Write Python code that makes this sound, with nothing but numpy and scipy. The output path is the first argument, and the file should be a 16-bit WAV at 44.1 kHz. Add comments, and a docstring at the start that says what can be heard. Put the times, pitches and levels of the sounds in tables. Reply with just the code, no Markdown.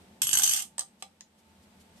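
"""A quiet room hums, rumbles and hisses throughout, as shaped noise and narrow noise bands.
At 0.22 s steel tweezers drop on a glass-topped bench: struck modes ring, clack and crack, chattering to rest.
From 0.78 s a small circuit board, nearer the microphones, taps the glass with duller struck modes.
From about 1 s fingers and tip scuff softly, as swells of noise. Two close microphones take the hits and
their room sound, each with its own treble colour."""
import sys
import numpy as np
from scipy import signal
from scipy.fft import rfft, irfft
from scipy.io import wavfile
from scipy.ndimage import uniform_filter1d

SR = 44100
rng = np.random.default_rng(int(sys.argv[2]) if len(sys.argv) > 2 else 0)


def elevation(decibels):
    """Turn decibel levels (scalar or array-like) into linear amplitude ratios."""
    levels = np.asarray(decibels, float)
    return 10 ** (levels / 20)


def dump_mix(stems):
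    """Bounce the given channels to the path in sys.argv[1] as a 16-bit WAV at rate SR."""
    frames = np.atleast_2d(stems).T  # one column per channel
    limited = np.clip(frames, -1, 1)  # hard clip at full scale
    pcm = np.round(limited * 32767).astype(np.int16)
    wavfile.write(sys.argv[1], SR, pcm)


N = 88200

# the tweezers strike the glass; clack and body levels are relative to the blow, pan is left over right:
# (t/s, blow level/dB, clack level/dB, clack f/Hz, glass body level/dB, pan/dB)
TWEEZER_BOUNCES = [(0.2177, -11, -21.5, 3275, -24, -2), (0.2303, -20, -20.5, 3150, -26, -2.5),
                   (0.2694, -19.5, -12.5, 3130, -17.5, -3.5), (0.291, -19.5, -7, 3230, -23.5, 3),
                   (0.3116, -18.5, -16.5, 3070, -21, -4.5), (0.3296, -11.5, -19, 3100, -22, -7),
                   (0.338, -14, -19.5, 3200, -18.5, -1.5), (0.3521, -17.5, -20.5, 3090, -10.5, -1),
                   (0.3716, -13.5, -11, 3100, -11.5, -0.5), (0.3863, -17, -17, 3140, -14.5, -5),
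                   (0.3951, -16.5, -19, 3000, -13, -1), (0.42, -17, -10, 3410, -13.5, 2.5),
                   (0.4339, -12.5, -14.5, 3210, -19.5, -7), (0.4410, -22, -10.5, 3200, -24, 13.5),
                   (0.4524, -22, -22.5, 2990, -17, -2), (0.4636, -18, -25.5, 3000, -24, -6),
                   (0.4755, -17, -13, 3090, -18.5, -4), (0.4926, -17, -13.5, 3280, -17, -9.5),
                   (0.5124, -23, -8.5, 3100, -18, 12.5), (0.52, -23, -18, 3120, -26, -2.5),
                   (0.5344, -22.5, -16, 3500, -18, 3.5), (0.5441, -25, -21.5, 3400, -29.5, 11),
                   (0.562, -19.5, -30, 3150, -38, -6)]


def rms_one(x):
    """Scale to unit rms."""
    return x / np.sqrt(np.mean(x ** 2) + 1e-30)


def at_hz(points, hz):
    """Read a (f/Hz, value) table on a log frequency axis."""
    table_hz, values = np.array(points).T
    return np.interp(np.log(np.maximum(hz, 1)), np.log(table_hz), values)


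def coloured(spectrum, alike=1.0):
    """Stereo noise with the given spectrum and left-right likeness (clipped to 0..1); rms 1."""
    hz = np.fft.rfftfreq(N, 1 / SR)
    mid, side = rfft(rng.standard_normal((2, N)))
    likeness = np.clip(at_hz(alike, hz) if np.ndim(alike) else alike, 0, 1)
    pair = np.sqrt(1 + likeness) * mid + np.sqrt(1 - likeness) * side * [[1], [-1]]
    return rms_one(irfft(elevation(at_hz(spectrum, hz)) * pair, N))


def high_pass(x, hz):
    """Steep bass cut: fourth-order Butterworth."""
    return signal.sosfilt(signal.butter(N=4, Wn=hz, btype="high", fs=SR, output="sos"), x)


def ring(clicks, hz, t60):
    """A two-pole resonator: a unit click sets a sine of height 1 ringing, 60 dB down after t60 seconds."""
    r = elevation(-60 / (t60 * SR))
    w = 2 * np.pi * hz / SR
    return signal.lfilter([0, np.sin(w)], [1, -2 * r * np.cos(w), r * r], clicks + 1e-18)


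def train(s, size, pan_db):
    """Stereo clicks at the given times; positive pan is louder on the left."""
    out = np.zeros((2, N))
    for ch, sign in enumerate((.5, -.5)):
        np.add.at(out[ch], (s * SR).astype(int), size * elevation(sign * pan_db))
    return out


def strike(modes, s, db, pan_db, spread_db, scatter_db):
    """Every blow strikes every mode with its own strength, sign and slightly different balance."""
    luck = rng.standard_normal(size=(len(s), len(modes), 3))
    total = 0
    for k, (hz, mode_db, t60) in enumerate(modes):
        size = elevation(db + mode_db + spread_db * luck[:, k, 0]) * np.sign(luck[:, k, 1])
        total = total + ring(train(s, size, pan_db + scatter_db * luck[:, k, 2]), hz, t60)
    return total


def crack(s, db, pan_db, t60, alike):
    """Contact noise at each blow: it swells in under a millisecond and dies within milliseconds."""
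    # colour of the contact: (f/Hz, level per Hz/dB)
    contact = [(180, -57), (300, -38), (803, -17.5), (915, -26.5), (2450, -16.5), (3080, 0), (3940, -8.5),
               (8520, -1), (13700, -11), (15100, -24.5)]
    rise = np.exp(-1 / (0.00047 * SR))   # rise time constant 0.47 ms
    poles = np.convolve([1, -rise], [1, -elevation(-60 / (t60 * SR))])
    envelope = signal.lfilter([1 - rise], poles, train(s, elevation(db), pan_db))
    return coloured(contact, alike) * envelope


def background():
    """Deep rumble, room rumble with a wavering hum of noise-driven resonances, and hiss."""
    # how the background level drifts: (t/s, deep rumble level/dB, hum and rumble level/dB, hiss level/dB)
    drift = [(0, -70, -57.5, -62.5), (0.1, -68, -59, -64), (.3, -89, -61, -67.5),
             (0.721, -76.5, -64, -68.5), (1.0, -79, -66.5, -69.5), (1.3, -81.5, -67.5, -71),
             (1.499, -69.5, -64.5, -66.5), (1.701, -69.5, -61.5, -65.5), (2, -64.5, -60.5, -64)]
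    # noise colours: (f/Hz, level per Hz/dB)
    deep_colour = [(15, -49), (25, -16), (49, -18), (81, 14.5), (120, -12), (160, -51.5), (260, -120)]
    rumble_colour = [(65, -44), (110, -13), (209, 7), (260, -5.5), (446, -8), (796, -8.5), (907, -9.5),
                     (1000, -21.5), (1560, -52.5), (2640, -120)]
    hiss_colour = [(590, -32.5), (1000, 2.5), (3570, -1), (5690, -6), (7560, -7), (8190, -1.5), (8870, -8),
                   (13400, -12), (14600, -16.5), (15100, -25.5)]
    # hum bands: (f/Hz, level over the rumble/dB, approximate width/Hz)
    hum_bands = [(217, -10.5, 22), (886.4, -15, 6), (84, -16, 5.4)]
    # how alike the background is left and right: (f/Hz, left-right likeness before clipping)
    likeness = [(60, 0.91), (180, 1), (540, 0.64), (1630, -0.33), (4890, -0.11), (14700, -1.4)]
    s, *levels_db = np.transpose(drift)
    deep, rumble, hiss = (elevation(np.interp(np.arange(N) / SR, s, db)) for db in levels_db)
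    hum = sum(elevation(db) * rms_one(ring(rng.standard_normal(N), hz, 1.9 / width))
              for hz, db, width in hum_bands)
    return (deep * coloured(deep_colour, likeness)
            + rumble * (coloured(rumble_colour, likeness) + hum)
            + hiss * coloured(hiss_colour, likeness))


def soft_knocks(knocks, softness, hz, t60):
    """Clicks blunted over some samples of contact ring one low mode."""
    s, db = np.transpose(knocks)
    return ring(uniform_filter1d(train(s, elevation(db), 0), size=softness), hz, t60)


def tweezers():
    """Firm bounces plus random chatter ring the steel and the glass, with cracks and low knocks."""
    # the loose tips chatter; the floor of their level: (t/s, level/dB)
    chatter = [(0.219, -39), (.3, -48), (.34, -49), (.5, -38), (.55, -34), (0.592, -38), (0.622, -45.5),
               (.65, -80)]
    # tweezers mode frequencies (f/Hz), and in the same order (level/dB, t60/s)
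    steel_hz = [4407, 4845, 5934, 6235, 6640, 7012, 7237, 7892, 8270, 8582, 8900, 10004, 11319, 12232,
                13347]
    steel_ring = [(-14, .15), (-17.5, 0.1), (-18.5, 0.069), (0.5, 0.051), (-11.5, 0.089), (-11, 0.2),
                  (-10, 0.14), (-10.5, 0.22), (2.5, 0.032), (-6, 0.18), (-9.5, 0.094), (-10, 0.28),
                  (-4, 0.14), (-7, 0.12), (-10, 0.25)]
    # steel modes hardly struck until the tweezers roll over (f/Hz)
    shielded_hz = [6235, 8582, 10004]
    # body modes of the glass top: (f/Hz, level/dB, t60/s)
    glass = [(757, -16.5, 0.04), (802, -13.5, 0.061), (1063, -17, .03), (1197, -11, 0.05),
             (1544, -12.5, .02), (1875, -12.5, 0.022), (2114, -5, 0.018), (4460, -0.5, 0.014)]
    # light touches clack: (f/Hz, level/dB, t60/s)
    chatter_clack = [(2920, -9.5, 0.0023), (3150, -15, .007), (3200, -13.5, .007)]
    # low thuds of the bench during the clatter: (t/s, click level/dB)
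    thuds = [(.24, -51), (0.288, -59), (0.336, -50.5), (0.364, -49.5), (0.45, -63.5), (0.498, -55)]
    # flat landings also knock low: (t/s, click level/dB)
    knocks = [(0.2186, -47.5), (0.2966, -56.5), (.33, -44.5), (0.3934, -45.5)]
    chatter_count, chatter_spread_db = 170, 4
    steel_db, glass_db, crack_db = -23.5, -7.5, -8.5   # added to the blow level
    roll_s, shield_db = .32, -9
    rest_s, rest_db_per_s = 0.531, 159   # lying flat on the glass damps the steel

    s, db, _, _, body_db, pan_db = np.transpose(TWEEZER_BOUNCES)
    when, level_db = np.transpose(chatter)
    c_s = when[0] + (when[-1] - when[0]) * rng.random(chatter_count)
    excess = np.minimum(rng.exponential(1, chatter_count), 3)
    c_db = np.interp(c_s, when, level_db) + chatter_spread_db * excess
    all_s, all_db = np.r_[s, c_s], np.r_[db, c_db]
    all_pan = np.r_[pan_db, np.full(chatter_count, -4.0)]
    all_body = np.r_[body_db, np.full(chatter_count, -15.0)]

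    modes, shielded = np.c_[steel_hz, steel_ring], np.isin(steel_hz, shielded_hz)
    steel = 0
    for late in (False, True):
        blow_db = all_db + steel_db + late * shield_db * (all_s < roll_s)
        steel = steel + strike(modes[shielded == late], all_s, blow_db, all_pan, spread_db=4.5, scatter_db=6.5)
    damping = elevation(-rest_db_per_s * np.maximum(np.arange(N) / SR - rest_s, 0))
    bright = (damping * steel
              + strike(chatter_clack, c_s, c_db, -0.84, spread_db=4.0, scatter_db=3.5)
              + crack(all_s, all_db + crack_db, all_pan, t60=0.012, alike=.4))
    body = strike(glass, all_s, all_db + all_body + glass_db, 0.37 * all_pan, spread_db=6.0, scatter_db=3.5)
    return (high_pass(bright, 1200) + high_pass(body, 620)
            + soft_knocks(thuds, softness=150, hz=130.1, t60=0.17)
            + soft_knocks(knocks, softness=30, hz=434, t60=0.017))


def clacks():
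    """Each bounce rings one short mode at the pitch of the spot it hits."""
    gain_db, t60 = 6.5, .009   # added to every clack; s
    total = 0
    for s, db, clack_db, hz, _, pan_db in TWEEZER_BOUNCES:
        click = train(np.array([s]), elevation(db + clack_db + gain_db), 0.33 * pan_db)
        total = total + ring(click, hz, t60)
    return total


def room(x):
    """Quick scatter off the bench and a longer tail, as dying noise of its own in each ear."""
    t = np.arange(SR // 2) / SR
    tails = 0
    # bench, then room: level/dB, t60/s, gap before the first reflection/s
    for db, t60, gap in ((4, 0.019, .0006), (0.5, 0.17, 0.0056)):
        tail = rng.standard_normal((2, len(t))) * elevation(-60 * t / t60) * (t > gap)
        tails = tails + elevation(db) * tail / np.sqrt((tail ** 2).sum(axis=1, keepdims=True))
    return signal.fftconvolve(x, tails, axes=1)[:, :N]


def board():
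    """Dull plastic-and-fibre taps; where the board is hit sets each tap's share of the mode groups."""
    # taps on the glass, shares relative to the tap: (t/s, tap level/dB, then level/dB of
    # flat body, edge, middle, upper middle, treble, top)
    tap_table = [(0.7800, -35, -36, -28, -7.5, -15, -24, 3), (0.7818, -32.5, -23, -8.5, -10, -7, -11, -0.5),
                 (0.7929, -20.5, -32, -23, -41, -21, -17, -2), (0.8084, -35, -28, -27, -14, -15, -7.5, 1),
                 (0.8181, -44, -17, -16, -21, -6, -24, -7), (1.0238, -34, -13.5, -13.5, -2.5, -8, -12, 0),
                 (1.208, -47, -36, -5, -13, -4, 2, -3.5)]
    # board modes, in the order of the shares: (f/Hz, level/dB, t60/s)
    flat_body = [(530, 0.5, 0.093), (789, 9.5, 0.051), (1187, 3.5, 0.053)]
    edge = [(927, 1, 0.036), (1065, -4, .02), (1794, -3.5, 0.031), (1970, -6.5, 0.024)]
    middle = [(2240, -1.5, 0.0086), (2707, -1.5, 0.0086), (3096, 6.5, 0.0062)]
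    upper_middle = [(3580, 6.6, 0.0061), (4080, 3.9, 0.016)]
    treble = [(5060, 5.5, 0.01), (6200, 3.3, 0.0089), (6800, 1.3, 0.017)]
    top = [(7880, -5.5, 0.007), (8230, -3, 0.017), (9200, -11.5, 0.012), (9810, -40, 0.01),
           (12700, -33, .006)]
    pan_db, crack_db = -2, -9
    s, db, *shares_db = np.transpose(tap_table)
    groups = (flat_body, edge, middle, upper_middle, treble, top)
    taps = sum(strike(modes, s, db + share_db, pan_db, spread_db=3.5, scatter_db=4.5)
               for modes, share_db in zip(groups, shares_db))
    return high_pass(taps + crack(s, db + crack_db, pan_db, t60=0.023, alike=0.27), 430)


def scuffs():
    """Fingers and tip scuff: short half-sine swells of soft bright noise."""
    # the swells: (t/s, length/s, level/dB)
    swells = [(0.989, 0.038, -65), (1.373, 0.043, -67.5), (1.619, 0.034, -66), (1.791, 0.045, -62),
              (1.956, 0.047, -63)]
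    # their colour: (f/Hz, level per Hz/dB)
    colour = [(800, -8), (3000, 1.5), (5000, 4), (8200, 3.5), (11000, 0), (15000, -6)]
    t = np.arange(N) / SR
    swell = sum(elevation(db) * np.sin(np.pi * np.clip((t - s) / length, 0, 1)) for s, length, db in swells)
    return coloured(colour, 0.29) * swell


def microphones(direct, reflected):
    """Direct sound reaches the left a little later; a resonance lifts each microphone's own treble band."""
    # left microphone, then right: (f/Hz, width/Hz, lift/dB)
    peaks = [(6130, 760, 9), (7790, 2100, 6)]
    left_lag_s = .00009
    hz = np.fft.rfftfreq(N, 1 / SR)
    lift = np.array([1 + (elevation(db) - 1) * hz * width / (hz * width + 1j * (hz ** 2 - f ** 2))
                     for f, width, db in peaks])
    lag = np.exp(-2j * np.pi * hz * left_lag_s * np.array([[1], [0]]))
    return irfft((rfft(direct) * lag + rfft(reflected)) * lift, N)


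def scene():
    """Tweezers and board with their room sound at the microphones, over scuffs and background."""
    steel, clack, taps = tweezers(), clacks(), board()
    # the clack stays in the glass, and the board lies nearer: both send less to the room
    to_room = steel + elevation(-7) * clack + elevation(-8) * taps
    hits = microphones(steel + clack + taps, room(to_room))
    return hits + scuffs() + background()


def low_pass(x):
    """Removes everything above the highest recorded frequency."""
    return signal.sosfilt(signal.butter(12, 15280, fs=SR, output="sos"), x)


def record(dry):
    """A steep low-pass, 60 dB down from 15.3 kHz, takes off the top."""
    top_cut = signal.cheby2(12, 60, 15300, fs=SR, output="sos")
    mix = signal.sosfilt(top_cut, dry)
    return low_pass(mix)


dry = scene()
out = record(dry)
dump_mix(out)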